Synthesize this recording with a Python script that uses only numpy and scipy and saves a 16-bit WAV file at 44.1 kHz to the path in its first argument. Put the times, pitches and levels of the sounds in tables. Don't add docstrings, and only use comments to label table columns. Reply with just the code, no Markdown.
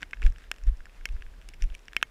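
import sys
import numpy as np
from scipy import signal
from scipy.io import wavfile

SR = 44100
rng = np.random.default_rng(int(sys.argv[2]) if len(sys.argv) > 2 else 0)


def to_wav(s):
    ch = np.atleast_2d(s).T
    pcm = np.round(np.clip(ch, -1, 1) * 32767)
    wavfile.write(sys.argv[1], SR, pcm.astype(np.int16))


def ratio_of_db(decibels):
    return 10 ** (np.asarray(decibels, float) / 20)


N = 92610

# (frequency [Hz], level [dB])
HISS_COLOUR = [(70, -13.5), (150, -7), (350, -7), (900, -14), (1900, -13.5), (3500, -19.5), (11000, -30.5),
               (15000, -34.5)]
# (frequency [Hz], level [dB], decay by 60 dB [s])
SHELL_MODES = [(1650, 0, .0105), (2640, -2, .008), (5550, -13, .006), (1850, -34, .075), (6500, -44, .045),
               (400, -23, .005), (1300, -16, .006), (3300, -9, .006), (4300, -22, .004), (7200, -16, .004),
               (8500, -20, .003), (9800, -21, .003), (12200, -25, .003), (14000, -33, .003)]
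# (frequency [Hz], level [dB], decay by 60 dB [s])
PANE_MODES = [(2170, -24, .055), (2240, -5, .009), (3120, -28, .04)]
OPPOSED_MODES_HZ = (400, 1300, 2240, 3300)
# (time [s], peak [dB], upper modes against lower [dB], brightness [dB])
SMALL_DROPS = [(0.0074, -47, -12, 11), (0.0186, -38.5, -6, 17), (0.1454, -48, 2, -8),
               (0.1705, -43.5, -6, -3), (0.197, -49, -3, 1), (0.3008, -48, 5, 11), (0.3227, -44.5, -6, 11),
               (0.3601, -39.5, 8, -4), (0.3835, -40, -2, 10.5), (0.408, -54, -6, 2), (0.4394, -42.5, 1, -4),
               (0.5407, -43, 7, 7), (0.5616, -42, 7, 3), (0.5836, -41.5, 4.5, 9.5), (0.614, -50, -9, 0.2),
               (0.637, -42, -3, 19), (0.6689, -48, -2, 18), (0.7706, -50, 4, 15), (0.8051, -41.5, -19, 12),
               (0.8673, -45, -17, 0.2), (0.8949, -46, 4, -4), (1.0106, -43.5, -9, 0.2),
               (1.1648, -46, -13, 8), (1.2645, -43, -7, 1), (1.4147, -43.5, 5, 2), (1.701, -39.5, 2, -9),
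               (1.722, -45, 7, -7), (1.744, -39.5, 22, 1), (1.7809, -53, -1, 13), (1.7921, -47, 7, 5.5),
               (1.8317, -55, 2, 5), (1.8552, -49, 3, 22), (1.922, -46, -5, -5), (2.003, -51, -8, -5),
               (1.1243, -50, 15, 12)]
# (time [s], peak [dB], upper modes against lower [dB], brightness [dB], share of the pane [dB])
BIG_DROPS = [(.0235, -30.5, -6, -18, -12), (.0285, -25, 2, -6, 6), (.0296, -18, -2.5, -5.5, 6),
             (.1324, -21, -9.5, -18, 7.5), (.1343, -21.5, -4, -14, 5), (.2192, -29.5, 1.5, 3.5, -4),
             (.2222, -33, -16, -7, -12), (.2289, -27.5, 9, -3, 21), (.238, -35.5, 17, 11, 7),
             (.2655, -31.5, 1.5, 0.5, 3), (.5148, -15, 2, 3, -16), (.8558, -36, -9.5, 12, -1.5),
             (1.0552, -16, 6.5, 5.5, 9.5), (1.2219, -33, 2, -3, -18), (1.5364, -36.5, 2, 9, 16),
             (1.5435, -45, 3, -1, 10), (1.6221, -26, 8, 13, 14), (1.8822, -30.5, 15, 2, 19.5),
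             (1.9655, -8.5, 2, 1, 3.5), (2.013, -38, 3, -22, -7), (2.0274, -8, 0, 1, -5)]
# (time [s], peak [dB], upper modes against lower [dB], brightness [dB], share of the pane [dB])
SHARP_DROPS = [(.1098, -37.5, 10, 5.5, -7), (.2641, -27.5, -5, 7.5, 1), (1.0885, -35, 8, 0, -12),
               (1.4225, -46.5, 6, 6, 5), (1.4882, -34.5, 13.5, 1.5, 9), (1.501, -53, 6, 9, 16),
               (1.5405, -39.5, 9, 11, 0), (1.612, -65, 8, 22, -3), (1.6394, -37, 6, 8, 1),
               (1.7499, -32, 13.5, 2, 13.5), (1.932, -31, 0, 2.5, -22), (1.947, -43, -6, 1, 3)]
# (time [s], rustle [dB], dull body [dB], length [s])
WEIGHT_SHIFTS = [
    (0.023, -54.5, -55.5, 0.012),
    (0.252, -50.5, -50, 0.02),
    (0.425, -62.5, -79, 0.044),
    (0.681, -55.5, -51, 0.01),
    (0.971, -66, -77, 0.026),
    (1.11, -65.5, -69.5, 0.046),
    (1.392, -91, -70.5, 0.047),
    (1.498, -67, -67.5, 0.011),
    (1.622, -58, -62, 0.015),
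    (1.734, -66, -74, 0.014),
]
# (frequency [Hz], level per Hz [dB])
CLOTH_COLOUR = [(300, -10), (900, -9), (1800, 0), (2500, -3), (3800, -10), (6000, -15), (9500, -23),
                (13000, -40)]
# (frequency [Hz], level per Hz [dB])
BODY_COLOUR = [(70, -18), (130, 1), (300, -3), (600, -14.5), (1500, -37)]
# (time of the upward swing [s], peak [dB], frequency [Hz], dying time [s])
STEP_JOLTS = [(0.2635, -5.6, 27.9, 0.0156), (0.2789, -15.2, 33.3, 0.0246), (0.3021, -24.0, 47.8, 0.004),
              (0.6405, -27.0, 31.8, 0.05), (0.6846, -9.8, 34.0, 0.0127), (0.7242, -23.3, 42.1, 0.0158),
              (0.7872, -34.0, 18.0, 0.033), (1.0101, -33.9, 29.1, 0.0311), (1.1092, -26.2, 36.0, 0.05),
              (1.1501, -19.2, 30.4, 0.0106), (1.2055, -27.9, 18.0, 0.0048), (1.2497, -34.2, 19.8, 0.0308),
              (1.6392, -15.2, 26.6, 0.0206), (1.7186, -28.8, 21.2, 0.02)]
# (time [s], level [dB])
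SHAKE_LEVEL = [(0.0, -36), (0.12, -31), (0.27, -15), (0.44, -34.5), (0.61, -34.5), (0.83, -32.5),
               (0.99, -36.5), (1.18, -32), (1.32, -32), (1.48, -32.5), (1.68, -20), (1.81, -39),
               (2.1, -34.5)]

UPPER_HZ, BRIGHT_HZ = 2000, 4500


def rms_one(x):
    return x / np.sqrt(np.mean(x ** 2) + 1e-20)


def drift(rate):
    every, settle = 40, 2000
    r = np.exp(-80 * np.pi * rate / SR)
    slow = signal.lfilter([1], [1, -2 * r, r * r], rng.standard_normal(N // every + settle + 2))[settle:]
    return np.interp(np.arange(N) / every, np.arange(len(slow)), rms_one(slow))


def banded_noise(colour, patchy_db):
    shared, shared_per_s, own_per_s = 0.8, 6, 12
    together = drift(shared_per_s)
    edges = 60 * 2 ** np.arange(0, 8.4, 0.5)
    white = rng.standard_normal((2, N))
    at, db = np.transpose(colour)
    out = 0
    for k, (low, high) in enumerate(zip(edges, edges[1:])):
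        band = signal.sosfilt(signal.butter(2, [low, high], "band", fs=SR, output="sos"), white[k % 2])
        level = np.interp(np.log(low * high) / 2, np.log(at), db)
        flicker = patchy_db * (shared * together + drift(own_per_s))
        out = out + band * ratio_of_db(level + flicker)
    return rms_one(out)


def field_hiss():
    return ratio_of_db(-62) * banded_noise(HISS_COLOUR, patchy_db=0.66)


def fine_patter():
    per_s, level_db, spread_db = 380, -75.5, 9
    sizes = ratio_of_db(spread_db * np.minimum(rng.exponential(1, N), 4)) * rng.choice([-1, 1], N)
    born = rng.random(N) < per_s * ratio_of_db(4 * drift(5.0)) / SR
    out = 0
    for hz, db, t60 in SHELL_MODES + PANE_MODES[1:2]:
        r, w = ratio_of_db(-60 / (t60 * SR)), 2 * np.pi * hz / SR
        upper_db = -4 * (UPPER_HZ < hz < BRIGHT_HZ)
        favour_db = 8.5 * rng.standard_normal(N)
        clicks = sizes * born * ratio_of_db(db + upper_db + favour_db) + 1e-18
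        out = out + signal.lfilter([0, np.sin(w)], [1, -2 * r * np.cos(w), r * r], clicks)
    return ratio_of_db(level_db) * rms_one(out)


def drop_tick(db, upper_db, bright_db, pane_db, dull_db, chance, variation, fizz):
    t = np.arange(3000) / SR
    hz, mode_db, t60 = np.transpose(SHELL_MODES + PANE_MODES)[:, :, None]
    pane = np.arange(len(hz))[:, None] >= len(SHELL_MODES)
    spread, shift, sign = variation

    shell_db = upper_db * (hz > UPPER_HZ) + bright_db * (hz > BRIGHT_HZ)
    level = mode_db + 1.5 * spread + np.where(pane, pane_db, shell_db)
    soft = db < -17
    level = level - soft * (9 * (t60 > 0.03) + dull_db * (hz > 8000))
    detune, damping = (0.04, 0.8) if soft else (0.012, 1)

    together = (db > -29) & (hz < BRIGHT_HZ)
    splash_s, rise_cycles = 0.000695, 0.38
    since = np.maximum(t - splash_s * chance * np.where(together, 0.2, 1), 0)
    swing = np.where(np.isin(hz, OPPOSED_MODES_HZ), -1, 1)
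    polarity = np.where(together, swing, np.sign(sign))
    pitch = hz * (1 + detune * shift * ~pane)
    decay = ratio_of_db(level - 60 * since / t60 / damping)
    rise = 1 - np.exp(-since * hz / rise_cycles)
    tick = (polarity * np.sin(2 * np.pi * pitch * since) * decay * rise).sum(axis=0)

    spray_db, spray_s = -24, 0.0012
    spray = ratio_of_db(spray_db) * fizz * np.exp(-t[:400] / spray_s)
    tick = tick + np.convolve(spray, tick)[:len(t)]
    push_db, push_s = -25.5, 0.00045
    push = ratio_of_db(push_db) * np.e * t / push_s * np.exp(-t / push_s)
    return ratio_of_db(db) * (tick / np.abs(tick).max() - push)


def drops(rows, dull_db):
    out = np.zeros(N + SR)
    count, modes = len(rows), len(SHELL_MODES + PANE_MODES)
    chances = rng.random((count, modes, 1))
    variations = rng.standard_normal((count, 3, modes, 1))
    fizzes = rng.standard_normal((count, 400))
    for row, chance, variation, fizz in zip(rows, chances, variations, fizzes):
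        s, db, upper_db, bright_db = row[:4]
        pane_db = row[4] if len(row) > 4 else -6
        tick = drop_tick(db, upper_db, bright_db, pane_db, dull_db, chance, variation, fizz)
        i = int(s * SR)
        out[i:i + len(tick)] += tick
    return out[:N]


def steps():
    s, db, hz, dying = np.transpose(STEP_JOLTS)[:, :, None]
    rise_s, overtone = 0.012, 0.06
    t = np.arange(N) / SR - s
    swing = np.sin(2 * np.pi * hz * t) + overtone * np.sin(4 * np.pi * hz * t)
    envelope = np.exp(-0.5 * (t / np.where(t < 0, rise_s, dying)) ** 2)
    thuds = (ratio_of_db(db) * swing * envelope).sum(axis=0)

    band = signal.butter(2, [22.9, 46], "band", fs=SR, output="sos")
    shake = rms_one(signal.sosfilt(band, rng.standard_normal(N + SR))[SR:])
    shake_db = -16 + np.interp(np.arange(N) / SR, *np.transpose(SHAKE_LEVEL))
    return thuds + shake * ratio_of_db(shake_db)


def rustle():
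    s, cloth_db, body_db, length = np.transpose(WEIGHT_SHIFTS)[:, :, None]
    swell = np.exp(-0.5 * ((np.arange(N) / SR - s) / length) ** 2)
    cloth = (ratio_of_db(cloth_db) * swell).sum(axis=0) * banded_noise(CLOTH_COLOUR, patchy_db=1.5)
    lumps = ratio_of_db(2.5 * drift(150))
    body = (ratio_of_db(body_db) * swell).sum(axis=0) * banded_noise(BODY_COLOUR, patchy_db=1.5)
    return cloth * lumps + body


def scene():
    hiss = field_hiss()
    big = drops(BIG_DROPS, dull_db=11.0)
    sharp = drops(SHARP_DROPS, dull_db=0.0)
    small = drops(SMALL_DROPS, dull_db=6)
    rain = big + sharp + small + fine_patter()
    return (rain + steps() + rustle() + hiss)[None]


def low_pass(x):
    return signal.sosfilt(signal.butter(12, 16510, fs=SR, output="sos"), x)


def record(dry):
    mix = signal.sosfilt(signal.cheby2(10, 60, 16800, fs=SR, output="sos"), dry)
    return low_pass(mix)


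dry = scene()
out = record(dry)
to_wav(out)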